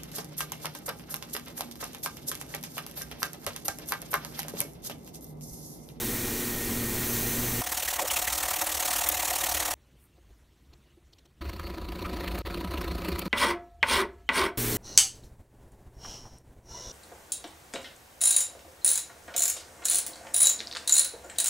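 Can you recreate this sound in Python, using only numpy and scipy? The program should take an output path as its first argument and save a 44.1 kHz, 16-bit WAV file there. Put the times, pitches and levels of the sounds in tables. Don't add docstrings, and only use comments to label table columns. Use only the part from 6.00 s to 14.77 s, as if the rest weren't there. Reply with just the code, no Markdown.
import sys
import numpy as np
from scipy import signal
from scipy.fft import rfft, irfft, next_fast_len
from scipy.io import wavfile
from scipy.ndimage import uniform_filter1d, map_coordinates

SR = 44100
rng = np.random.default_rng(int(sys.argv[2]) if len(sys.argv) > 2 else 0)


def wav_record(signal):
    frames = np.transpose(np.atleast_2d(signal))
    bounded = np.clip(frames, -1, 1)
    quanta = np.round(bounded * 32767).astype(np.int16)
    wavfile.write(sys.argv[1], SR, quanta)


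def attenuation_scalar(level_db):
    decades = np.asarray(level_db, float) / 20
    return 10 ** decades


N = 386757
T = np.arange(N) / SR


def unit(x):
    return x / np.sqrt(np.mean(x ** 2) + 1e-20)


def along(points, hz):
    f, v = np.transpose(points)
    return np.interp(np.log(hz + 1), np.log(f + 1), v)


def curves(tables):
    total = 0
    for table in tables:
        s, *columns = np.transpose(table)
        total = total + np.array([attenuation_scalar(np.interp(T, s, db, -200, -200)) for db in columns])
    return total


def drive(rows):
    return attenuation_scalar(np.interp(T, *np.transpose(rows)))


def gate(shots):
    return sum(np.clip(np.minimum(T - start, end - T) / .002, 0, 1) for start, end in shots)


def bump(s, spread):
    return np.exp(-.5 * ((T - s) / spread) ** 2)


def wobble(rate):
    return map_coordinates(rng.standard_normal(int(N * rate / SR) + 4), [T * rate])


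def filtered(x, response):
    m = next_fast_len(N + SR // 2)
    return irfft(rfft(x, m) * response(np.fft.rfftfreq(m, 1 / SR)), m)[:N]


def resonant(x, peaks):
    f = np.fft.rfftfreq(next_fast_len(N + SR // 2), 1 / SR)
    body = 0
    for k, (centre, width, db) in enumerate(peaks):
        damping = 1j * f * width
        body = body + (-1) ** k * attenuation_scalar(db) * damping / (centre * centre - f * f + damping)
    return filtered(x, lambda hz: unit(np.abs(body)) * np.exp(1j * np.angle(body)))


def grit(rough_db, patchy_db):
    z = signal.stft(rng.standard_normal(N), nperseg=512)[2]
    field = uniform_filter1d(rng.standard_normal(z.shape), size=8, axis=0)
    field = uniform_filter1d(field, size=4, axis=1)
    noise = signal.istft(z * attenuation_scalar(patchy_db * unit(field)), nperseg=512)[1][:N]
    return unit(noise * attenuation_scalar(rough_db * wobble(700)))


def coloured(x, spectrum):
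    return unit(filtered(x, lambda hz: attenuation_scalar(along(spectrum, hz))))


def strokes(rows, width, drag_db):
    rise_share = .85
    s, peak = np.transpose(rows)
    marks = np.bincount(np.round(s * SR).astype(int), attenuation_scalar(2 * peak), N)
    t = np.arange(-6000, 6001) / SR
    bell = np.exp(-.5 * (t / width / np.where(t < 0, rise_share, 2 - rise_share)) ** 2)
    drag = attenuation_scalar(np.interp(T, s, peak) + drag_db)
    return np.sqrt(np.abs(signal.fftconvolve(marks, bell, "same")) + drag ** 2)


def every_third(rows):
    steps = np.arange(3 * len(rows) - 2) / 3
    return [np.interp(steps, np.arange(len(rows)), column) for column in np.transpose(rows)]


def ring(modes, seconds):
    t = np.arange(int(seconds * SR)) / SR
    return sum(attenuation_scalar(db + rng.normal(0, 0.65) - 60 * t / t60) * np.sin(2 * np.pi * hz * t) for hz, db, t60 in modes)


def add(x, s, sound):
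    part = x[round(s * SR):][:len(sound)]
    part += sound[:len(part)]


# start in seconds, end in seconds.
SPIN_SHOTS = [(-1, 1.614), (8.573, 9)]
# time in seconds, paper hiss in dB and motor rumble in dB, both before their trims.
SPIN_LEVELS = [(0, -34, -30.5), (.85, -35, -29.5), (1.15, -32.5, -30), (1.61, -33, -30.5), (8.6, -32, -30)]
# pitch in Hz, rms level in dB at a rumble of -34.5 dB.
MOTOR_LINES = [(43.5, -54.5), (118.4, -47.5), (236.9, -45.5), (355.3, -50.5), (480, -57.5), (1852, -55.5),
               (2406, -60)]
# pitch in Hz, rms level in dB at a rumble of -34.5 dB.
LAST_SHOT_LINES = [(301.5, -50.5), (419.9, -45)]
# time in seconds, gain in dB.
LOW_HUM_SWELL = [(0, 1), (.6, -4.5), (.8, 0.5), (1.6, 5.5)]
# frequency in Hz, relative density in dB.
RUMBLE_COLOUR = [(25, -2), (114, -2.5), (167, -6), (236, 1.5), (480, -5.5), (560, -20.5), (1200, -44)]
# frequency in Hz, relative density in dB.
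SPIN_HISS_COLOUR = [(290, -61), (500, -4.5), (1220, -7), (1750, -7), (1880, -4), (2650, -9), (6090, -7.5),
                    (15500, -4.5)]


def lathe():
    levels = np.array(SPIN_LEVELS)
    hiss, rumble = drive(levels[:, [0, 1]]), drive(levels[:, [0, 2]])
    first_shot, last_shot = gate(SPIN_SHOTS[:1]), gate(SPIN_SHOTS[1:])
    clock = T + np.cumsum(0.01206 * wobble(13)) / SR
    tones = []
    for hz, db in MOTOR_LINES + LAST_SHOT_LINES:
        level = attenuation_scalar(db + 3 + 1.5 * wobble(9.1))
        jitter = np.sqrt(hz / 900) * wobble(20)
        tones.append(level * np.sin(2 * np.pi * hz * (clock if hz < 1000 else T) + jitter))
    hum = drive(LOW_HUM_SWELL) * sum(tones[:2]) + sum(tones[2:-4])
    hum += first_shot * sum(tones[-4:-2]) + last_shot * sum(tones[-2:])
    body = attenuation_scalar(-7.0) * rumble * coloured(rng.standard_normal(N), RUMBLE_COLOUR)
    motor = hum * rumble / attenuation_scalar(-34.5) + body
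    paper = attenuation_scalar(3.0) * coloured(grit(rough_db=0.8, patchy_db=0.8), SPIN_HISS_COLOUR)
    singing = unit(resonant(rng.standard_normal(N), [(6180, 110, 1.8), (14100, 740, .1)]))
    singing *= (hiss / attenuation_scalar(-31.0)) ** 3 * first_shot
    return gate(SPIN_SHOTS) * (motor + hiss * (paper + singing))


# start in seconds, end in seconds.
HAND_SHOTS = [(1.614, 3.741), (3.741, 5.408), (5.408, 7.282), (7.282, 8.573)]
# time in seconds, pressure in dB before trim,
# back stroke over forth stroke in dB.
SANDING_CYCLES = [(1.618, -32, -2.5), (1.777, -26.5, -4), (1.938, -28.5, -1), (2.114, -25.5, -2.5),
                  (2.279, -27, -4), (2.434, -26.5, -3), (2.593, -29.5, 3), (2.75, -28, -1.5),
                  (2.911, -26, -0.5), (3.069, -27, -0.5), (3.229, -28.5, 2), (3.388, -27.5, 1.5),
                  (3.549, -25.5, -2), (3.713, -28, -3.5)]
# time in seconds, spread in seconds, level change in dB.
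FALTER = (2.05, .016, -7.5)
# time in seconds, level in dB before the stroke pulsing.
STICK_DRIVE = [(1.63, -42.5), (2.3, -39), (3.74, -36.5)]
# time in seconds, level in dB.
JOLTS = [(1.993, -29), (2.62, -32)]
# frequency in Hz, relative density in dB.
PAPER_COLOUR = [(760, -14.5), (1300, -3), (1460, -6), (1870, -3.5), (2300, -4), (4850, -5.5), (6290, -2.5),
                (15500, -5)]
# pitch in Hz, width in Hz, relative level in dB.
SANDED_STICK_MODES = [(309, 18, -11), (554, 60, -8), (731, 31, 0.5), (895, 91, -6.5), (1150, 190, -11.5),
                      (1900, 90, -12)]


def sanding():
    forth_s, forth_db, over_db = every_third(SANDING_CYCLES)
    back_s = forth_s + .025
    rows = np.stack([[forth_s, forth_db], [back_s, forth_db + over_db]], -1).reshape(2, -1).T
    falter_s, falter_spread, falter_db = FALTER
    rows[:, 1] += falter_db * np.exp(-.5 * ((rows[:, 0] - falter_s) / falter_spread) ** 2)
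    rows[:, 1] += .7 * rng.standard_normal(len(rows))
    hiss = coloured(grit(rough_db=0.0, patchy_db=1.66), PAPER_COLOUR)
    paper = attenuation_scalar(2.12) * strokes(rows, width=0.0049, drag_db=-17.0) * hiss
    pulsing = 2.57 * strokes(rows, width=0.0035, drag_db=-4.0) / strokes(rows, width=0.04, drag_db=-35.5)
    push = drive(STICK_DRIVE) * pulsing * grit(rough_db=4.5, patchy_db=1.5)
    jolts = strokes(JOLTS, width=0.0066, drag_db=-57.0) * rng.standard_normal(N)
    return gate(HAND_SHOTS[:1]) * (paper + resonant(push + jolts, SANDED_STICK_MODES))


# start in seconds, end in seconds.
SAW_SHOTS = [(5.408, 6.42), (6.45, 7.282)]
# time in seconds, pressure in dB before trim.
SAW_STROKES = [
    [(5.42, -44), (5.532, -44.5), (5.635, -43), (5.743, -44.5), (5.852, -45.5), (5.959, -41),
     (6.062, -40.5), (6.171, -39.5), (6.281, -38), (6.388, -37)],
    [(6.474, -39), (6.576, -39.5), (6.678, -41.5), (6.779, -36.5), (6.881, -38.5), (6.985, -40),
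     (7.087, -35), (7.19, -39.5), (7.29, -35)],
]
# time in seconds, level in dB before trim.
DEEP_BITES = [(5.495, -39.5), (6.282, -39), (6.462, -39), (6.813, -40), (7.05, -37), (7.191, -32),
              (7.222, -47)]
# time in seconds, level in dB before the stroke pulsing.
FRAME_DRIVE = [(5.42, -42.5), (6.1, -34.5), (6.8, -34), (7.2, -32.5)]
# frequency in Hz, relative density in dB.
TEETH_COLOUR = [(600, -44), (976, -4), (1540, -11), (1930, -9), (2830, -10), (3330, -15), (4430, -8),
                (5400, -22), (7900, -28), (9400, -24.5), (10700, -24.5), (12200, -22), (13500, -24),
                (14700, -20), (15500, -23)]
# pitch in Hz, width in Hz, relative level in dB.
FRAME_MODES = [(177.6, 18, -4), (343, 41, -4.5), (563, 53, -14), (708, 63, -16.5), (985, 20, -12),
               (1274, 71, -18)]


def sawing():
    rows = np.hstack([every_third(shot) for shot in SAW_STROKES]).T
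    rows = rows + [0.0023, 1.04] * rng.standard_normal(rows.shape)
    biting = np.array(sorted([*map(tuple, rows), *DEEP_BITES]))
    chatter = coloured(grit(rough_db=2.5, patchy_db=2.5), TEETH_COLOUR)
    teeth = attenuation_scalar(-0.1) * strokes(biting, width=0.0036, drag_db=-8.5) * chatter
    pulsing = 2.09 * strokes(rows, width=0.0039, drag_db=-5.5) / strokes(rows, width=0.072, drag_db=-30)
    frame = resonant(drive(FRAME_DRIVE) * pulsing * grit(rough_db=0.5, patchy_db=1.0), FRAME_MODES)
    return gate(SAW_SHOTS) * (teeth + frame)


# start in seconds, length in seconds, teeth in dB and wood in dB, before trims.
RASP_STROKES = [(7.322, 0.23, -28.5, -21.5), (7.826, 0.23, -27.5, -22.5), (8.287, 0.22, -29.5, -22.5)]
# share of the stroke, teeth in dB, wood in dB, added to the stroke's own.
STROKE_SHAPE = [(0.039, -36, -0.5), (.12, -24, -8.5), (.27, -4, -8), (.42, -.5, -1.5), (.6, -2, -2.5),
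                (.82, -8, -5.5), (1.002, -36, -17.5)]


def rasp_effort():
    share, teeth_shape, wood_shape = np.transpose(STROKE_SHAPE)
    tables = []
    for s, length, teeth_db, wood_db in RASP_STROKES:
        tables.append(np.transpose([s + length * share, teeth_shape + teeth_db, wood_shape + wood_db]))
    return curves(tables)


BEND_HZ = (352, 393)


def stick_bend(peak_s, lower_db, upper_db):
    half_s, t60_s = .035, .4
    late = T - peak_s
    tail = attenuation_scalar(-14 - 60 * np.abs(late) / t60_s) * np.clip(late / half_s + 1, 0, 1)
    swell = np.exp(-.5 * (late / half_s) ** 2) + tail
    bend = np.zeros(N)
    for hz, db in zip(BEND_HZ, (lower_db, lower_db + upper_db)):
        rough = 1.1 * wobble(50)
        bend += attenuation_scalar(db + 2.5 * wobble(40)) * swell * np.sin(2 * np.pi * hz * T + rough)
    return bend


# pitch in Hz, relative level in dB, 60 dB decay in seconds.
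BED_MODES = [(694, 3, .9), (721, -7, .85), (1314, -9, .6), (1692, -10, .5)]


def bed_ring(bed_db, tilt_db):
    modes = [(hz, bed_db + db + tilt_db * np.log2(hz / 1000), t60) for hz, db, t60 in BED_MODES]
    fade_in = np.minimum(np.arange(SR) / SR / 0.023, 1)
    return fade_in * attenuation_scalar(2 * wobble(28)[:SR]) * ring(modes, 1.)


# time in seconds, level in dB before trims, delay of the stick's bend in seconds,
# bend in dB, upper bend over lower in dB, lathe bed in dB, brightness of the bed ring in dB per octave.
LANDINGS = [(7.3281, -12, 0.18, -30, -18, -44.5, -1), (7.828, -7, .17, -31.5, 3, -49.5, 10),
            (8.2896, -9.5, 0.14, -31, 4, -49, 1)]
# pitch in Hz, relative level in dB, 60 dB decay in seconds.
KNOCK_MODES = [(898, -12, 0.21), (1500, -17, .03), (2013, -5, .04), (2182, 1.5, 0.04), (2506, -3.5, 0.035)]
# pitch in Hz, width in Hz, relative level in dB.
RASPED_STICK_MODES = [(251, 100, -6.5), (604, 113, -5), (908, 40, 1.5), (1060, 106, -0.5), (1493, 156, -5),
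                      (1950, 91, -2.5), (2244, 174, -6), (2970, 640, -18.5)]


def rasp_landings():
    knock_db, rebound_s, rebound_db = -9, 0.0071, -8
    graze_s, graze_db, graze_hz = .025, -46, 3100
    out, blows, t = np.zeros(N), np.zeros(N), np.arange(SR // 8) / SR
    graze_n = round(graze_s * SR)
    for s, db, bend_s, bend_db, upper_db, bed_db, tilt_db in LANDINGS:
        crack = attenuation_scalar(db + 4.5 - 60 * t / 0.0026) * np.minimum(t / 0.00025, 1) * np.sin(2 * np.pi * 2900 * t)
        add(out, s + 0.00117, crack)
        add(out, s + 0.001194, attenuation_scalar(db + knock_db) * ring(KNOCK_MODES, .15))
        add(out, s + 0.00112 + rebound_s, attenuation_scalar(db + knock_db + rebound_db) * ring(KNOCK_MODES, .15))
        brush = np.sin(2 * np.pi * graze_hz * t + wobble(300)[:len(t)])[:graze_n]
        add(out, s - graze_s, attenuation_scalar(db + graze_db) * np.linspace(0, 1, graze_n) * brush)
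        add(blows, s + 0.00121, attenuation_scalar(db - 8 - 60 * t / 0.046) * rng.standard_normal(len(t)))
        out += stick_bend(s + bend_s, bend_db, upper_db)
        add(out, s + 0.2, bed_ring(bed_db, tilt_db))
    hard = filtered(blows, lambda hz: (hz / 1500) ** 2 / (1 + (hz / 3300) ** 4))
    return out + resonant(hard, RASPED_STICK_MODES)


# frequency in Hz, 60 dB decay in seconds.
WALL_DECAY = [(200, 0.46), (2000, 0.25), (10000, .15)]


def walls(dry):
    hz, t, z = signal.stft(rng.standard_normal(SR // 2), SR, nperseg=256)
    tail = signal.istft(z * attenuation_scalar(-60 * t / along(WALL_DECAY, hz)[:, None]), SR, nperseg=256)[1]
    return signal.fftconvolve(dry, tail / np.linalg.norm(tail))[:N]


# frequency in Hz, relative density in dB.
RASP_COLOUR = [(1410, -23), (2400, -1.5), (2590, -11), (3280, 0), (3770, -6), (5200, -6), (7050, -19.5),
               (9330, -8.5), (12000, -21.5), (15500, -20)]


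def rasp():
    lumps_db = 1.2
    teeth, wood = rasp_effort()
    push = wood * attenuation_scalar(lumps_db * wobble(45)) * grit(rough_db=1.5, patchy_db=1.4)
    tearing = coloured(grit(rough_db=2.5, patchy_db=2.0), RASP_COLOUR)
    dry = teeth * attenuation_scalar(lumps_db * wobble(90)) * tearing
    dry += attenuation_scalar(-2.5) * resonant(push, RASPED_STICK_MODES)
    dry += rasp_landings()
    return gate([(7.3, SPIN_SHOTS[1][0])]) * (dry + attenuation_scalar(-11.5) * walls(dry))


# time in seconds, level in dB before the envelope.
SNAPS = [(3.0875, 0.5), (6.386, -21.5), (7.086, -21), (7.191, -13)]


def snaps():
    out, t = np.zeros(N), np.arange(400) / SR
    for s, db in SNAPS:
        crack = np.diff(rng.standard_normal(len(t) + 2), 2) / 2
        add(out, s, attenuation_scalar(db - 60 * t / 0.015) * np.minimum(t / 0.0039, 1) * crack)
    return out


# time in seconds, level in dB, pitch in Hz, half length in seconds.
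SCRATCHES_AND_SQUEAKS = [(1.885, -32, 1890, .004), (1.991, -35, 1900, .004), (2.039, -32, 560, 0.011),
                         (2.107, -30.5, 2900, 0.0036), (2.168, -34, 2700, .004),
                         (2.28, -29.5, 1860, 0.0034), (4.13, -76, 2700, 0.021), (4.9, -73, 2850, 0.027),
                         (6.055, -40.5, 2320, 0.0056), (6.059, -38, 1240, .006), (7.432, -29, 1000, 0.0077),
                         (7.435, -31.5, 564, 0.0083), (8.004, -28, 1150, .009), (8.426, -30, 1070, 0.014)]


def scratches_and_squeaks():
    out, t = np.zeros(N), np.arange(-SR // 8, SR // 8) / SR
    for s, db, hz, half in SCRATCHES_AND_SQUEAKS:
        narrow = signal.iirpeak(hz, 11, SR)
        band = unit(signal.lfilter(*narrow, rng.standard_normal(len(t))))
        add(out, s + t[0], attenuation_scalar(db) * np.exp(-(t / half) ** 2 / 4) * band)
    return out


# time in seconds, tick level in dB before trim, thud over the tick in dB before trim.
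TICKS = [(4.178, -75, 14), (4.299, -68, 6), (4.7306, -48, -12), (4.974, -75, 14), (5.127, -47.5, -20),
         (5.1836, -47, -27), (5.2532, -46.5, -19)]
# time in seconds, spread in seconds, level in dB.
RUSTLES = [(4.03, 0.029, -63.5)]
# pitch in Hz, width in Hz, relative level in dB.
HELD_MODES = [(137, 27, 3.5), (356, 31, -2)]


def fingers():
    ticks, thuds = np.zeros(N), np.zeros(N)
    for s, db, thud_db in TICKS:
        add(ticks, s - .004, attenuation_scalar(db - 10.0) * np.hanning(900))
        add(thuds, s - .014, attenuation_scalar(db + thud_db + 1) * np.hanning(1500))
    slide = sum(attenuation_scalar(db) * bump(s, spread) for s, spread, db in RUSTLES)
    hum = attenuation_scalar(-69 + 3.6 * wobble(5.4)) * resonant(rng.standard_normal(N), HELD_MODES)
    hum *= gate(HAND_SHOTS[1:2])
    tick_colour = [(700, -30.5), (1000, -1), (1600, -16), (3000, 3.0), (6000, -1), (9000, -17.5)]  # (Hz, dB)
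    tick = coloured(grit(rough_db=3.0, patchy_db=4.0), tick_colour)
    skin = coloured(grit(rough_db=3, patchy_db=2), [(5000, -30), (9000, 0), (14000, -2)])
    thud = resonant(thuds * rng.standard_normal(N), FRAME_MODES[1:4])
    return ticks * tick + thud + slide * skin + hum


# start level in dB, end level in dB, before bumps and lumps.
BENCH_LEVELS = [(-51.5, -48.5), (-62.5, -61.5), (-38, -38), (-54, -54)]
# time in seconds, gain over its shake in dB.
BUMPS = [(4.31, 13.5), (4.72, 10)]
# frequency in Hz, relative density in dB.
BENCH_COLOUR = [(30, -10), (45, 2), (62, 9.5), (85, 1), (130, -14), (200, -64)]


def bench():
    pause = 1 - 0.72 * gate([(SAW_SHOTS[0][1], SAW_SHOTS[1][0])])
    level = sum(attenuation_scalar(np.interp(T, shot, ends)) * gate([shot]) for ends, shot in zip(BENCH_LEVELS, HAND_SHOTS))
    level += attenuation_scalar(-20.0) * rasp_effort()[1]
    level *= attenuation_scalar(sum(db * bump(s, 0.023) for s, db in BUMPS))
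    return level * pause * attenuation_scalar(1.3 * wobble(18)) * coloured(rng.standard_normal(N), BENCH_COLOUR)


# frequency in Hz, relative density in dB.
ROOM_COLOUR = [(53, -28.5), (90, -10.5), (183, -9), (342, -12.5), (810, -21), (2770, -24.5), (15500, -35.5)]


def room():
    return attenuation_scalar(-67 + 0.98 * wobble(6)) * coloured(grit(rough_db=-0.2, patchy_db=2.5), ROOM_COLOUR)


def scene():
    tools = lathe() + sanding() + sawing() + rasp() + snaps()
    mono = tools + scratches_and_squeaks() + fingers() + bench() + room()
    return np.array([mono, mono])


def roll_off(x):
    return signal.sosfilt(signal.butter(12, 17000, fs=SR, output="sos"), x)


def record(dry):
    def microphone(hz):
        dips_db = -4 * np.exp(-((hz - 4900) / 300) ** 2) - 3.6 * np.exp(-((hz - 10400) / 350) ** 2)
        limit_db = -np.clip(hz - 15700, 0, 300) / 4
        return attenuation_scalar(dips_db + limit_db)

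    mono = filtered(dry[0], microphone)
    return roll_off(np.array([mono, mono]))


dry = scene()
out = record(dry)
wav_record(out)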